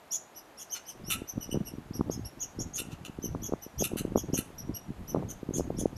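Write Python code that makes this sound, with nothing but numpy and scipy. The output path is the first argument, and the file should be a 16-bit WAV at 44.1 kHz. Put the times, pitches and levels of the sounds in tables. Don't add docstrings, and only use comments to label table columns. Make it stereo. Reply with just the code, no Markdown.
import sys
import numpy as np
from scipy import signal
from scipy.fft import rfft, irfft
from scipy.io import wavfile
from scipy.ndimage import uniform_filter1d

SR = 44100
rng = np.random.default_rng(int(sys.argv[2]) if len(sys.argv) > 2 else 0)


def output_pcm(signal):
    pcm = np.clip(np.atleast_2d(signal).T, -1, 1) * 32767
    wavfile.write(sys.argv[1], SR, np.round(pcm).astype(np.int16))


N = 263266

# (frequency [Hz], relative density [dB])
HUSH_SPECTRUM = [(18, -35), (30, -8.5), (174, -6.5), (300, -2.5), (465, -4), (704, -1), (2000, -12.5),
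                 (3780, -19), (5700, -24), (6700, -22), (9000, -28), (11500, -24), (13700, -30.5),
                 (14500, -21)]
# (frequency [Hz], side over mid [ratio])
HUSH_WIDTH = [(60, 0.37), (600, 0.22), (1400, 0.426), (4000, 0.76), (14000, 0.04)]
# (time [s], length [s], scoop [s], plateau [Hz], register jump after [s], pitch after jump [Hz],
# level [dB], opening gain [dB], rasp [0-1], half-pitch partial [dB], octave [dB])
WHISTLES = [(0.106, 0.054, 0.00368, 5840, .016, 6700, -30.5, -3, 0.68, -30, -9.5),
            (0.346, 0.047, 0.0069, 5959, 0.023, 5900, -45.5, -1.5, 0.4, -21, -1),
            (0.571, 0.054, 0.003, 5650, 0.023, 6670, -41, -4, 0.6, -18, -2),
            (0.696, 0.05, 0.0055, 5970, .024, 6340, -34.5, -6.5, 0.25, -15.5, -4.5),
            (0.853, 0.054, 0.0072, 5970, 0.019, 6060, -44.5, -2.5, 0.5, -17.5, -2),
            (1.035, 0.097, 0.01, 5590, 0.037, 5835, -41, -6, 0.24, -21.5, -4),
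            (1.273, 0.026, 0.0022, 6088, .013, 6040, -33, -9.5, .25, -28, -3),
            (1.398, 0.041, 0.004, 5950, 0.016, 5957, -37.5, -6, 0.16, -14, -7.5),
            (1.501, 0.035, 0.0035, 6050, .013, 5966, -37, -4.5, 0.22, -16.5, -9),
            (1.647, 0.04, 0.0029, 5844, 0.023, 5730, -41, -6, 0.38, -9, 1),
            (1.934, 0.036, 0.0049, 6010, 0.0133, 5705, -40, 1, 0.3, -26, -2),
            (2.104, 0.036, 0.003, 5840, .01, 6510, -37.5, -3, 0.4, -22, -5),
            (2.245, 0.02094, 0.0034, 5640, 0.0088, 5690, -39, 1.5, 0.08, -25, 1),
            (2.392, .04, 0.0031, 6060, 0.014, 6710, -32.5, -11.5, 0.02, -21, -10.5),
            (2.59, 0.0301, 0.00132, 5660, 0.0122, 6710, -36, -2, 0.46, -25, -10),
            (2.729, 0.0472, .0041, 6420, 0.0082, 6660, -34.5, -10, 0.68, -29.5, -14),
            (3.218, 0.041, 0.004, 6240, 0.018, 6200, -38, -4, 0.08, -18, -3),
            (3.416, 0.052, 0.0029, 5970, 0.0175, 6676, -35, -9, 0.2, -20, -4),
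            (3.612, 0.029, .0036, 5950, .011, 5950, -41, -8, 0.33, -18, -0.5),
            (3.778, .039, 0.00286, 5930, 0.014, 6580, -33, -2, 0.3, -20.5, -3.5),
            (4.158, 0.0395, 0.0026, 5840, 0.016, 6530, -35, -8.5, 0.25, -19.5, -3),
            (4.326, 0.028, 0.0028, 5780, 0.014, 6510, -29, -9.5, 0.3, -21.5, -5.5),
            (4.578, 0.018, 0.00197, 5940, 0.0051, 5830, -34, -11, 0, -52, -8),
            (4.739, 0.027, 0.0029, 5770, 0.017, 5850, -37, 1, 0.1, -18.5, -1.5),
            (5.073, 0.036, 0.003, 5900, 0.018, 6120, -41.5, -3.5, 0.22, -18, 0),
            (5.281, 0.028, 0.00316, 6320, 0.00596, 6550, -37, -16, 0.68, -23, -3.5),
            (5.528, 0.059, 0.0017, 6350, 0.00994, 6610, -36.5, -17.5, 0.8, -24, -10.5),
            (5.765, 0.054, .0035, 5710, 0.02, 6630, -40, -4.5, 1, -22, -6),
            (5.961, 0.0306, 0.0027, 5800, 0.016, 5750, -38, -1, .25, -21, -4)]
# (centre [Hz], width [Hz])
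BREATH_BANDS = [(8300, 7200), (10200, 1400), (12600, 3400)]
# (delay [s], left [dB], right [dB])
WALL_ECHOES = [(.010, -3.5, 4), (0.018, -3, -23), (0.032, -11.5, -8), (.08, -31, -29.5)]
# (low edge [Hz], high edge [Hz], t60 [s], level before band-pass [dB])
YARD_TAILS = [(1000, 3700, 0.33, -2), (4900, 9300, 0.29, -3.5), (10400, 10700, 0.14, -19.5)]
# (frequency [Hz], left lead [rad])
PORT_LEAD = [(1000, 0), (3000, -.4), (5000, -1.3), (6050, -1.5), (6500, -1.2), (9000, -1.2), (14000, -.9)]
# (time [s], level [dB], treble [dB], length [s], puff [0-1])
HOARSE_BARKS = [(0.748, -47.5, -10.5, 0.027, 1), (1.1027, -33.5, -1, 0.03816, 0.5),
                (2.784, -39.5, 2, 0.018, 0.03), (2.911, -54, -9, 0.025, 0.69),
                (3.046, -46, -9.5, 0.018, 0.59), (3.8354, -38.5, 5, 0.017, 0), (3.9737, -40, 1, 0.02, 0.61),
                (4.371, -39.5, 4.5, .02, 0.58)]
# (centre [Hz], width per filter pass [Hz], gain [dB])
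THROAT_MODES = [(1339, 230, 2.5), (2810, 1050, 7.5), (3520, 287, 12.5), (5910, 1700, 5), (7550, 280, 8.5)]
MOUTH_MODES = [(8400, 560, -1.5), (11160, 2700, 3.5), (12890, 1630, -4)]
# (time [s], rumble [dB], left minus right [dB])
BREEZE = [(0.9, -72, 5), (0.96, -50, 10), (1.2, -46.5, 5), (1.31, -64, -4), (1.376, -39.5, 13),
          (1.44, -56.5, 1), (1.552, -36, 8.5), (1.7, -46.5, 3), (1.86, -48, 2), (2.0, -41, 6),
          (2.18, -48, 11), (2.27, -56.5, 3), (2.44, -50, -2), (2.53, -59, 0), (2.58, -40.5, 14),
          (2.7, -49, 2), (2.93, -48, 5.5), (3.05, -54, 2), (3.27, -44.5, 8), (3.53, -47, 3),
          (3.6, -55.5, 7), (3.766, -54.5, 0), (3.81, -39.5, -8), (3.87, -44, 12), (4.01, -44.5, -12),
          (4.05, -43.5, 2), (4.18, -39.5, -11), (4.21, -45.5, 12.5), (4.35, -37.5, 3.5), (4.5, -53.5, 8),
          (4.64, -48.5, -16), (4.705, -38, 6), (4.76, -53, 9), (4.919, -44.5, -3), (5.03, -51, 6),
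          (5.2, -38, -2), (5.374, -50.5, 2.5), (5.55, -41, 2), (5.83, -39, -2), (5.97, -50.5, 18)]
# (time [s], peak [dB], pitch [Hz], snap [dB], port [-1 left, 1 right])
STRONG_EDDIES = [(1.22, -21, 342, -40, -1), (1.38, -22, 382, -17, 1), (1.379, -15, 241, -30, -1),
                 (1.528, -19, 256, -35, -1), (1.545, -16, 376, -26, 1), (1.547, -16.5, 258, -36, -1),
                 (1.561, -14.5, 234, -35, -1), (1.574, -13.5, 243, -25.5, 1), (1.739, -23.5, 254, -20, -1),
                 (1.785, -21, 240, -28, -1), (1.911, -19.5, 220, -34, -1), (1.996, -14.5, 255.6, -23, 1),
                 (2.011, -8, 245, -9, -1), (2.099, -12.5, 397, -15, -1), (2.178, -22, 237, -43.5, -1),
                 (2.196, -21, 232, -34, -1), (2.59, -18.5, 255.5, -40, -1), (2.665, -25, 261, -36.5, -1),
                 (2.802, -25.5, 356, -17, -1), (2.932, -24.5, 167, -17, -1), (3.098, -25, 216, -27, -1),
                 (3.189, -19, 266, -39, -1), (3.243, -17.5, 292, -32, -1), (3.259, -20, 270, -17, -1),
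                 (3.35, -18.5, 347, -3.5, -1), (3.426, -23.5, 232, -22, -1), (3.524, -12.5, 402, -17, -1),
                 (3.537, -11, 372, -8.5, -1), (3.666, -25, 320, -31, 1), (3.811, -15.5, 267, -37, 1),
                 (3.824, -9.5, 437, -40.5, -1), (3.919, -20, 410, -29, -1), (3.936, -14, 266, -22, -1),
                 (3.96, -16, 317, -16, 1), (4.01, -18, 225, -36, 1), (4.052, -12, 319.6, -24.5, -1),
                 (4.122, -20, 290, -19, -1), (4.154, -15, 282, -28, -1), (4.159, -4, 415, -11.5, 1),
                 (4.174, -13.5, 331, -32, 1), (4.179, -20, 452, -3, -1), (4.335, -10, 245, -40, -1),
                 (4.342, -17.5, 466, -23, 1), (4.39, -13, 260, -31, -1), (4.695, -17.5, 243, -38, 1),
                 (4.906, -19, 209, -35.5, -1), (5.148, -7.5, 416, -12.5, -1), (5.161, -17, 305, -4, -1),
                 (5.167, -18, 524, -15.5, 1), (5.172, -14, 416, -25, -1), (5.226, -22.5, 420, -7, -1),
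                 (5.233, -23.5, 450, -15, -1), (5.432, -19, 307, -37, 1), (5.491, -14.5, 256, -23, 1),
                 (5.51, -14.5, 287.7, -29.5, -1), (5.585, -13.5, 307, -24, -1),
                 (5.598, -10.5, 420, -28.5, -1), (5.608, -13, 330, -13, -1), (5.705, -12.5, 413, -22, -1),
                 (5.789, -18.5, 255, -37, 1), (5.815, -19, 417, -23, -1), (5.837, -16, 264, -33, 1),
                 (5.858, -4.5, 417, -29, -1)]


def undb(db):
    return 10 ** (np.asarray(db) / 20)


def level(x, rms_db):
    return x * undb(rms_db) / np.sqrt(np.mean(x ** 2))


def ring(x, hz, width_hz):
    return signal.lfilter(*signal.iirpeak(hz, hz / width_hz, SR), x)


def band(x, lo_hz, hi_hz):
    return signal.sosfilt(signal.butter(2, [lo_hz, hi_hz], "band", fs=SR, output="sos"), x)


def walk(count, rate_hz):
    hold = max(int(SR / rate_hz), 2)
    steps = np.repeat(rng.standard_normal(count // hold + 1), hold)
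    return 1.78 * uniform_filter1d(uniform_filter1d(steps, hold), hold)[:count]


def ramp(t, start_s, width_s):
    return np.clip((t - start_s) / width_s, 0, 1)


def add(out, time_s, x, pan_db):
    i = int(time_s * SR)
    x = x[:N - i]
    out[:, i:i + len(x)] += x * undb([[pan_db / 2], [-pan_db / 2]])


def suburb(hush_db=-55, whine_hz=13250, whine_db=-78):
    log_hz = np.log(np.fft.rfftfreq(N, 1 / SR) + 1)
    colour_db, width = (np.interp(log_hz, np.log(hz), values)
                        for hz, values in (np.transpose(HUSH_SPECTRUM), np.transpose(HUSH_WIDTH)))
    mid, side = rfft(rng.standard_normal((2, N)), axis=1) * undb(colour_db)
    side *= width
    hush = irfft(np.array([mid + side, mid - side]), N, axis=1)
    hush *= undb(hush_db + 0.09 * walk(N, 2.2)) / np.std(hush.mean(0))
    whine = ring(rng.standard_normal(N), whine_hz, 110) * undb(2 * walk(N, 6.5))
    return hush + level(whine, whine_db)


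def chirp(length_s, scoop_s, plateau_hz, jump_s, jump_hz, db, opening_db, rasp, half_db, octave_db):
    end_hz, mouth_hz, mouth_half_width_hz = 5150, 11800, 900
    n = int(length_s * SR)
    t = np.arange(n) / SR
    late = ramp(t, 0.63 * jump_s, 0.0062)
    fall = ramp(t, 0.62 * length_s, 0.38 * length_s) ** 1.5
    hz = plateau_hz * (1 - 0.23 * np.exp(-t / scoop_s))
    hz += (jump_hz - plateau_hz) * ramp(t, jump_s, 0.00107)
    hz += (end_hz - hz) * fall
    hz *= 1 + (0.004 + 0.025 * rasp * late + 0.025 * fall) * walk(n, 1200)
    phase = 2 * np.pi * np.cumsum(hz) / SR
    mouth = 1 / (1 + ((2 * hz - mouth_hz) / mouth_half_width_hz) ** 2)
    tone = np.sin(phase) + undb(octave_db) * mouth * ramp(t, scoop_s, 2 * scoop_s) * np.sin(2 * phase)
    uneven = late * (1 - 0.6 * fall) * undb(5 * walk(n, 400))
    fifth_db = half_db - 7.5 + 19 * rasp
    tone += uneven * (undb(half_db) * np.sin(phase / 2) + undb(fifth_db) * np.sin(1.5 * phase))
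    breath = sum(ring(rng.standard_normal(n), *resonance) for resonance in BREATH_BANDS)
    breath *= 0.35 * rasp ** 2 * ramp(t, 0.67 * jump_s, 0.5 * length_s) * undb(4 * walk(n, 260))
    opening = 1 - ramp(t, 0.64 * jump_s, 0.5 * jump_s)
    effort_db = -18 * np.exp(-t / (1.33 * scoop_s)) + opening_db * opening - 9 * fall + 2 * walk(n, 330)
    gate = ramp(t, 0, 0.00045) * ramp(-t, -length_s, 0.0017)
    return undb(db + effort_db) * gate * (tone + breath)


def yard(smear_s=0.0055):
    t = np.arange(int(0.5 * SR)) / SR
    mid, side = rng.standard_normal((2, len(t)))
    scatter = np.array([mid + 0.27 * side, mid - 0.22 * side])
    out = np.zeros((2, len(t)))
    out[:, 0] = 1
    for delay_s, left_db, right_db in WALL_ECHOES:
        echo = scatter * np.exp(-((t - delay_s) / smear_s) ** 2)
        out += echo * undb([[left_db], [right_db]]) / np.linalg.norm(echo[0])
    for lo_hz, hi_hz, t60_s, db in YARD_TAILS:
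        tail = scatter[:, ::-1] * ramp(t, 0.0015, 0.0063) * undb(-60 * t / t60_s)
        out += undb(db) * band(tail / np.linalg.norm(tail[0]), lo_hz, hi_hz)
    return out


def ports(left, right, tilt_db_at_12khz=-3.5):
    hz = np.fft.rfftfreq(N, 1 / SR)
    lead_rad = np.interp(hz, *np.transpose(PORT_LEAD))
    response = np.exp(1j * lead_rad) * undb(tilt_db_at_12khz * (hz / 12000) ** 2)
    return np.array([irfft(rfft(left) * response, N), right])


def bark(db, treble_db, length_s, puff, pulse_hz=1420):
    n = int((length_s + 0.0044) * SR)
    t = np.arange(n) / SR
    cycles = np.cumsum(pulse_hz * (1 + 0.05 * walk(n, 900))) / SR
    source = np.diff(np.floor(cycles), prepend=0) + 0.12 * rng.standard_normal(n)
    source *= undb(4 * walk(n, 500))
    source *= ramp(t, 0, 0.39 * length_s) * ramp(-t, -length_s, 0.062 * length_s)
    throat, mouth = (sum(undb(gain_db) * ring(ring(source, hz, width_hz), hz, width_hz)
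                         for hz, width_hz, gain_db in modes) for modes in (THROAT_MODES, MOUTH_MODES))
    air = band(source, 1210, 6230)
    throat, mouth, air = (x / np.std(x) for x in (throat, mouth, air))
    return undb(db) * ((1 - puff) * throat + puff * air + undb(treble_db) * mouth)


def squirrel(pan_db=4):
    calls = np.zeros((2, N))
    for time_s, *shape in WHISTLES:
        add(calls, time_s, chirp(*shape), pan_db)
    for time_s, *shape in HOARSE_BARKS:
        add(calls, time_s - 0.006, bark(*shape), pan_db)
    return ports(*signal.fftconvolve(calls, yard(), axes=1)[:, :N])


def buffeting(rumble_db, pan_db):
    flutter_db = np.minimum(-3 + 0.81 * (rumble_db + 44), 0.5)
    shared = band(rng.standard_normal(N), 21, 81)
    out = np.zeros((2, N))
    for port in range(2):
        rumble = band(rng.standard_normal(N), 68, 143.5) + 0.68 * shared
        rumble *= undb(5.1 * walk(N, 25.045))
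        noise = rng.standard_normal(N)
        lumps_db = np.minimum(7.2 * walk(N, 60) + 4.3 * walk(N, 200), 16)
        flutter = band(noise * undb(lumps_db), 82.9, 286)
        out[port] = level(rumble, 0.7) + undb(flutter_db) * level(flutter, 3.3)
    onset = ramp(np.arange(N) / SR, 0.903, 0.058)
    return out * undb(rumble_db + np.array([pan_db, -pan_db]) / 2) * onset


def small_eddies(rumble_db, pan_db, rate_hz=41, pitch_hz=222.2, cap_db=-21, snap_db=-56):
    when, rarity, pitch, side = rng.random((400, 4))[:int(rate_hz * N / SR)].T
    i = (when * (N - 1)).astype(int)
    peak_db = np.minimum(rumble_db[i] + 10.5 - 3.17 * np.log(rarity + 1e-3), cap_db)
    port = np.where(side < 1 / (1 + undb(-pan_db[i])), -1, 1)
    rows = np.transpose([i / SR, peak_db, pitch_hz * 2 ** (pitch - 0.4), np.full(len(i), snap_db), port])
    return [tuple(row) for row in rows if row[0] > BREEZE[0][0]]


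def thump(hz, snap_db, phase_rad, decay_cycles, rise_s, snap_hz=950):
    t = np.arange(int(0.035 * SR)) / SR - rise_s
    cycles = t * hz
    envelope = np.exp(-(cycles / np.where(cycles < 0, 0.5, decay_cycles)) ** 2)
    body = np.sin(2 * np.pi * (cycles - 0.39 * cycles * np.clip(cycles, -1, 4)) + phase_rad)
    snap = np.sin(2 * np.pi * snap_hz * t + phase_rad) * np.exp(-(t / 0.000827) ** 2)
    return body * envelope + undb(snap_db) * snap


def wind(rise_s=0.008):
    gust_s, *columns = np.transpose(BREEZE)
    rumble_db, pan_db = (np.interp(np.arange(N) / SR, gust_s, column) for column in columns)
    out = buffeting(rumble_db, pan_db)
    for time_s, db, hz, snap_db, port in STRONG_EDDIES + small_eddies(rumble_db, pan_db):
        turn, tail = rng.random(2)
        pop = undb(db) * thump(hz, snap_db, 2 * np.pi * turn, 0.57 + 0.36 * tail, rise_s)
        i = int((time_s - rise_s) * SR)
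        out[int(port > 0), i:i + len(pop)] += pop[:N - i]
    return out


def scene():
    return squirrel() + wind() + suburb()


def record(dry, rolloff_hz=13600, cutoff_hz=14200):
    dulled = signal.sosfilt(signal.butter(4, rolloff_hz, fs=SR, output="sos"), dry)
    return signal.sosfilt(signal.ellip(10, 0.2, 80, cutoff_hz, fs=SR, output="sos"), dulled)


dry = scene()
out = record(dry)
output_pcm(out)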